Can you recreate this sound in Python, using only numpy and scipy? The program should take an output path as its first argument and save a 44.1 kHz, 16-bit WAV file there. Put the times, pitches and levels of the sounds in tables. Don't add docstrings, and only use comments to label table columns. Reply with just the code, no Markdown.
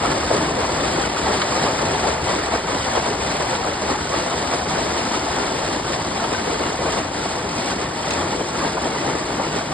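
import sys
import numpy as np
from scipy import signal
from scipy.fft import rfft, irfft, next_fast_len
from scipy.io import wavfile

SR = 44100
rng = np.random.default_rng(int(sys.argv[2]) if len(sys.argv) > 2 else 0)


def store_pcm(level_fs):
    pcm = np.round(np.clip(level_fs, -1, 1) * 32767).astype(np.int16)
    wavfile.write(sys.argv[1], SR, np.atleast_2d(pcm).T)


N = 429093
TIME = np.arange(N) / SR

# (time [s], roof rattle [dB], yard spatter [dB], roof boom [dB])
STORM_LEVELS = [(0, -21, -30.5, -25), (1, -21.0, -30.3, -25.3), (1.6, -19, -28, -25),
                (2.3, -21, -31.0, -27.5), (3.3, -20.5, -29.8, -28), (3.8, -23.5, -33, -29.0),
                (4.8, -20.5, -30, -25.5), (6, -23.3, -33, -27.3), (6.7, -22, -31.8, -26.6),
                (7.3, -24.5, -33, -27.5), (8.4, -23, -32, -25.7), (9.73, -23.5, -32.5, -26)]
# (crest time [s], length [s], roof swell [dB], yard swell [dB])
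GUST_FLURRIES = [(0.04, 0.34, 3.0, 1), (0.32, 0.34, 2, 2.5), (0.485, 0.34, 2.5, -0.4),
                 (0.7, 0.34, 1.8, 0.5), (0.913, 0.34, 2.5, 2), (1.3, 0.19, 2, 1.5), (1.657, 0.12, 1.5, 0.8),
                 (2.081, 0.12, 2, 2.5), (2.33, 0.27, 1.5, 2.5), (2.54, 0.087, 4.5, 3.5),
                 (2.66, 0.26, 1, -0.5), (2.98, 0.083, 1.8, 1), (3.079, 0.09, 2.8, 2.5),
                 (3.53, 0.12, 2.5, 2.5), (3.667, 0.12, 2, 1.5), (3.86, 0.33, 3, 1.8),
                 (4.17, 0.21, 1.6, 3.5), (4.352, 0.27, 1.5, 2.2), (4.54, 0.091, 3.5, 4.5),
                 (5.148, 0.09, 1.5, 2), (5.73, 0.07, 1.5, 2.5), (5.927, .1, .5, 3), (6.248, 0.07, 2, 1.3),
                 (6.341, 0.09, 2.5, 1.5), (6.352, 0.34, 2.0, 1.6), (6.542, 0.34, 2, 1.7),
                 (6.939, 0.2, 2.5, 4), (7.268, 0.25, 0.5, 2.5), (7.65, 0.34, 1, 3),
                 (7.841, 0.097, 3.0, 1.9), (8.13, 0.16, -0.5, 1.5), (8.21, 0.29, 2.5, 2.0),
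                 (8.41, 0.07, 3, 1.5), (8.648, 0.14, 3, 2.2), (9.102, 0.2, 1.5, 1), (9.58, 0.079, 3.2, 2.5)]
# (frequency [Hz], level [dB])
WIND_EQ = [(10, -50), (30, -23.5), (46, -7), (65, -0.5), (100, -2), (125, -6), (170, -5.5), (300, -16),
           (800, -35.5)]
# (frequency [Hz], level [dB])
YARD_EQ = [(200, -15), (1000, 0.5), (2200, 1.5), (3700, -.5), (4900, 1.1), (6000, -2), (7100, -5),
           (8300, -4.5), (9300, -9.5), (10100, -8.7), (11300, -16.5)]
# (frequency [Hz], t60 [s])
ICE_DECAY = [(500, 0.065), (4000, 0.06), (10000, 0.033)]
# (frequency [Hz], level [dB])
WET_CONCRETE_EQ = [(1700, -17), (2800, -1.5), (5600, 0), (11000, -15)]
# (time [s], level [dB])
FLOOR_HITS = [(0.058, -13.5), (1.564, -15.5), (3.829, -17), (4.707, -17), (6.048, -17), (7.583, -16.5),
              (8.361, -18)]
# (time [s], level [dB], top of the band [Hz], wide share [0-1])
MASONRY_HITS = [(1.4155, -10, 5200, 0), (3.55, -14.5, 4200, 0), (5.9325, -13.5, 5400, 0.1),
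                (8.1055, -12, 7400, 1)]
# (frequency [Hz], level [dB])
FLEX_EQ = [(40, -41), (120, -6.5), (160, 0), (205, -3), (290, 0.4), (380, -1.7), (540, -8), (1000, -23.5),
           (3000, -44.5)]
# (frequency [Hz], level [dB])
SHEET_EQ = [(100, -29.5), (250, -9.5), (420, -4.5), (560, -0.94), (850, 0.9), (1050, -1.5), (1300, -5),
            (1600, -6.5), (2100, -9.5), (3200, -17.5), (6000, -26.5), (11000, -42)]
# (frequency [Hz], t60 [s])
SHEET_DECAY = [(100, .16), (400, 0.098), (1200, 0.067), (6000, 0.035)]
# (time [s], level [dB], band centre [Hz])
ROOF_HITS = [(0.305, -8, 440), (0.347, -14.5, 384), (1.304, -12.5, 500), (1.653, -14.5, 715),
             (2.068, -13, 480), (2.342, -14.5, 334), (2.535, -12.5, 729), (2.728, -14.5, 226),
             (2.95, -15, 900), (2.973, -11, 470), (3.061, -13, 640), (3.401, -14.5, 520), (3.672, -14, 869),
             (3.893, -13, 676), (4.138, -16, 665), (4.533, -13.5, 800), (4.784, -14.5, 680),
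             (5.378, -14.5, 600), (6.474, -15.5, 428), (6.603, -13.5, 380), (6.86, -15.5, 500),
             (6.975, -15.5, 546), (8.408, -14, 426), (8.775, -13.5, 780), (8.852, -14, 300),
             (9.096, -16, 471), (9.147, -14, 400), (9.398, -13.5, 650)]
# (frequency [Hz], likeness [0-1], left lead [rad])
STEREO_IMAGE = [(130, 1, 0), (220, 1, -0.07), (360, 0.94, -0.36), (700, 0.72, -.5), (1050, 0.56, -.3),
                (1590, 0.63, -0.45), (1830, .86, 0), (2254, 0.77, 1.3), (2640, 0.7, 2.5),
                (3410, 0.56, 0.46), (4080, 0.78, 0.5), (4530, .43, 1.48), (5000, 0.53, 1.3),
                (5420, 1, 3.14), (6830, 1, 3.14), (7100, 1, 6.28), (8950, 1, 6.28), (9430, 1, 9.42)]
# (frequency [Hz], left minus right [dB])
STEREO_BALANCE = [(170, 0), (320, 1.5), (650, 3), (1200, 2), (2500, 0)]

WAVE_HZ, WAVE_SPREAD_OCT, WAVE_DB, TROUGH_SKEW = 9.0, 0.84, 0.43, 0.16
LULL_DEPTH, LULL_DELAY_S, LULL_S = 1.2, 0.051, 0.16
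ROOF_FOLLOWS, YARD_FOLLOWS, BOOM_FOLLOWS, WIND_FOLLOWS = 0.93, 0.91, 0.72, .3


def gain_of(db):
    return 10 ** (np.asarray(db) / 20)


def unit_rms(x):
    return x / np.sqrt(np.mean(x ** 2) + 1e-20)


def curve(points, hz, column=1):
    table = np.array(points, float)
    return np.interp(np.log(hz + 1), np.log(table[:, 0] + 1), table[:, column])


def add(mix, s, sound):
    part = mix[:, max(round(s * SR), 0):][:, :sound.shape[1]]
    part += sound[:, :part.shape[1]]


def equalise(x, eq):
    size = next_fast_len(x.shape[-1] + 4096)
    gain = gain_of(curve(eq, np.fft.rfftfreq(size, 1 / SR)))
    return unit_rms(irfft(rfft(x, size) * gain, size)[..., :x.shape[-1]])


def arch(s, length):
    out = np.zeros(N)
    inside = slice(*np.searchsorted(TIME, [s - length / 2, s + length / 2]))
    out[inside] = np.cos(np.pi * (TIME[inside] - s) / length) ** 2
    return out


def storm(column):
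    table = np.array(STORM_LEVELS)
    return np.interp(TIME, table[:, 0], table[:, column])


def waves():
    t = np.arange(0, N / SR + .01, .01)
    octaves = np.linspace(-1.5, 2.5, 60)[:, None]
    phase, detune = rng.random((2, len(octaves), 1))
    height = np.exp(-.5 * (octaves / WAVE_SPREAD_OCT) ** 2)
    rate_hz = WAVE_HZ * 2 ** (octaves + detune / 10)
    swell = unit_rms((height * np.sin(2 * np.pi * (rate_hz * t + phase))).sum(0))
    return np.interp(TIME, t, unit_rms(swell - TROUGH_SKEW * (swell ** 2 - 1)))


def flurries(column):
    surge_db = np.zeros(N)
    for row in GUST_FLURRIES:
        s, length = row[:2]
        lull = LULL_DEPTH * arch(s + length / 2 + LULL_DELAY_S, LULL_S)
        surge_db += row[column] * (arch(s, length) - lull)
    return surge_db


def impact(decay, click, tilt_db=0, size=6144):
    hz, t, bands = signal.stft(rng.standard_normal((2, size)), SR, nperseg=128)
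    fade = np.exp(-np.log(1000) * t / curve(decay, hz)[:, None])
    tail = signal.istft(bands * fade, SR, nperseg=128)[1]
    tail /= np.linalg.norm(tail[0])
    tail[[0, 1], rng.integers(8, 56, 2)] += click * rng.choice([-1, 1], 2)
    octaves = np.log2(np.clip(np.fft.rfftfreq(size, 1 / SR), 150, 8000) / 1000)
    return irfft(rfft(tail) * gain_of(tilt_db * octaves))


def soft_attack(x, rise_s):
    return x * (1 - np.exp(-np.arange(x.shape[-1]) / SR / rise_s))


def pelting(per_s, spread_db, decay, click, tilt_db, spots):
    hits = gain_of(spread_db * np.minimum(rng.exponential(1, N), 4.5))
    hits *= rng.random(N) < per_s / SR
    hits *= rng.choice([-1, 1], N)
    spot, out = rng.integers(0, spots, N), np.zeros((2, N))
    for k, hardness in enumerate(np.linspace(-1, 1, spots)):
        blow = impact(decay, click, tilt_db * hardness).astype(np.float32)
        hits_here = (hits * (spot == k)).astype(np.float32)
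        out += signal.oaconvolve(hits_here[None], blow, axes=1)[:, :N]
    return out


def knocks(per_s, spread_db, low_hz, high_hz, t60, size=6000):
    out, t = np.zeros((2, N)), np.arange(size) / SR
    contact = 1 - np.exp(-t / 0.00054)
    for when, pitch, heft, upper, *phases in rng.random((round(per_s * N / SR), 6)):
        hz = low_hz * (high_hz / low_hz) ** pitch
        ring = np.exp(-np.log(1000) * t / t60 * np.sqrt(hz / low_hz))
        angle = 2 * np.pi * (hz * t + np.array(phases)[:, None])
        note = np.sin(angle) + .5 * ring * np.sin(angle * (1.3 + upper))
        strength = gain_of(spread_db * min(-np.log(1 - heft), 2.7))
        add(out, when * N / SR, strength * contact * ring * note)
    return unit_rms(out)


def wind(surge_db):
    roar = equalise(rng.standard_normal((2, N)), WIND_EQ)
    return roar * gain_of(np.linspace(-33.2, -37.8, N) + WIND_FOLLOWS * surge_db)


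def yard(surge_db, own_waves_db=0.5):
    pellets = pelting(per_s=1300, spread_db=2.5, decay=ICE_DECAY, click=0.39, tilt_db=2.5, spots=16)
    pellets = equalise(pellets, YARD_EQ)
    clinks = knocks(per_s=220, spread_db=2.5, low_hz=1795, high_hz=7990, t60=0.086, size=1500)
    rain = equalise(rng.standard_normal((2, N)), YARD_EQ)
    level_db = storm(column=2) + YARD_FOLLOWS * surge_db + own_waves_db * waves()
    return (gain_of(-1) * pellets + gain_of(-7.0) * clinks + gain_of(-2.4) * rain) * gain_of(level_db)


def paving(level_db=-35.7):
    snaps = pelting(per_s=600, spread_db=2.5, decay=[(4000, .04)], click=.3, tilt_db=1.5, spots=12)
    facing = np.sqrt(arch(s=5.24, length=4.6))
    return gain_of(level_db) * equalise(snaps, WET_CONCRETE_EQ) * facing


def floor_ticks():
    out = np.zeros((2, N))
    for s, db in FLOOR_HITS:
        tick = equalise(impact(decay=[(4000, .022)], click=.3), WET_CONCRETE_EQ)
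        add(out, s, gain_of(db) * tick / abs(tick).max())
    return out


def masonry_cracks():
    wide, blended = np.zeros((2, 2, N))
    for s, db, top_hz, wide_share in MASONRY_HITS:
        band = signal.butter(3, [600, top_hz], "bandpass", fs=SR, output="sos")
        burst = impact(decay=[(1500, .065), (7000, .033)], click=.1, tilt_db=-1.0)
        crack = signal.sosfilt(band, soft_attack(burst, rise_s=.003))
        crack = gain_of(db) * crack / abs(crack).max()
        add(wide, s, wide_share * crack)
        add(blended, s, np.sqrt(1 - wide_share ** 2) * crack)
    return wide, blended


def roof_boom(surge_db):
    blows = pelting(per_s=600, spread_db=2.0, decay=[(100, 0.14), (600, 0.088)],
                    click=0.41, tilt_db=1, spots=24)
    level_db = storm(column=3) + BOOM_FOLLOWS * surge_db
    return gain_of(-2.5) * equalise(blows, FLEX_EQ) * gain_of(level_db)


def roof_rattle(surge_db):
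    rattle = pelting(per_s=2100, spread_db=2.5, decay=SHEET_DECAY, click=0.48, tilt_db=2.0, spots=32)
    hollow = knocks(per_s=90, spread_db=2.5, low_hz=380, high_hz=1550, t60=.12)
    level_db = storm(column=1) + ROOF_FOLLOWS * surge_db
    return (gain_of(-3.5) * equalise(rattle, SHEET_EQ) + gain_of(-8.5) * hollow) * gain_of(level_db)


def thud(hz):
    band = signal.butter(1, [hz * .7, hz * 1.43], "bandpass", fs=SR, output="sos")
    blow = soft_attack(impact(decay=[(200, .09), (2000, .045)], click=.5), rise_s=.003)
    sound = signal.sosfilt(band, equalise(blow, SHEET_EQ))
    return sound / abs(sound).max()


def big_stones(lesser_count=3, lesser_db=-5.5, scatter_s=.025):
    out = np.zeros((2, N))
    for s, db, hz in ROOF_HITS:
        add(out, s, gain_of(db) * thud(hz))
        for lag, octave in rng.uniform(-1, 1, (lesser_count, 2)):
            add(out, s + scatter_s * lag, gain_of(db + lesser_db) * thud(hz * 2 ** octave))
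    return out


def stereo_image(x):
    size = next_fast_len(N + 4096)
    hz = np.fft.rfftfreq(size, 1 / SR)
    left, other = rfft(x, size)
    likeness, lead = curve(STEREO_IMAGE, hz, column=1), curve(STEREO_IMAGE, hz, column=2)
    right = (likeness * left + np.sqrt(1 - likeness ** 2) * other) * np.exp(-1j * lead)
    lean = gain_of(curve(STEREO_BALANCE, hz) / 2)
    return irfft(np.array([left * lean, right / lean]), size)[:, :N]


def scene():
    wave_db = WAVE_DB * waves()
    overhead_db = flurries(column=2) + wave_db
    outside_db = flurries(column=3) + wave_db
    roof = roof_rattle(overhead_db) + roof_boom(overhead_db)
    ground = yard(outside_db) + paving()
    accents = big_stones() + floor_ticks()
    bed = wind(overhead_db)
    wide_cracks, blended_cracks = masonry_cracks()
    return stereo_image(roof + ground + accents + bed + blended_cracks) + wide_cracks


def record(dry, cutoff_hz=11350):
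    lowpass = signal.firwin(511, cutoff_hz, window=("kaiser", 9), fs=SR)
    return signal.oaconvolve(dry, lowpass[None], "same")


dry = scene()
out = record(dry)
store_pcm(out)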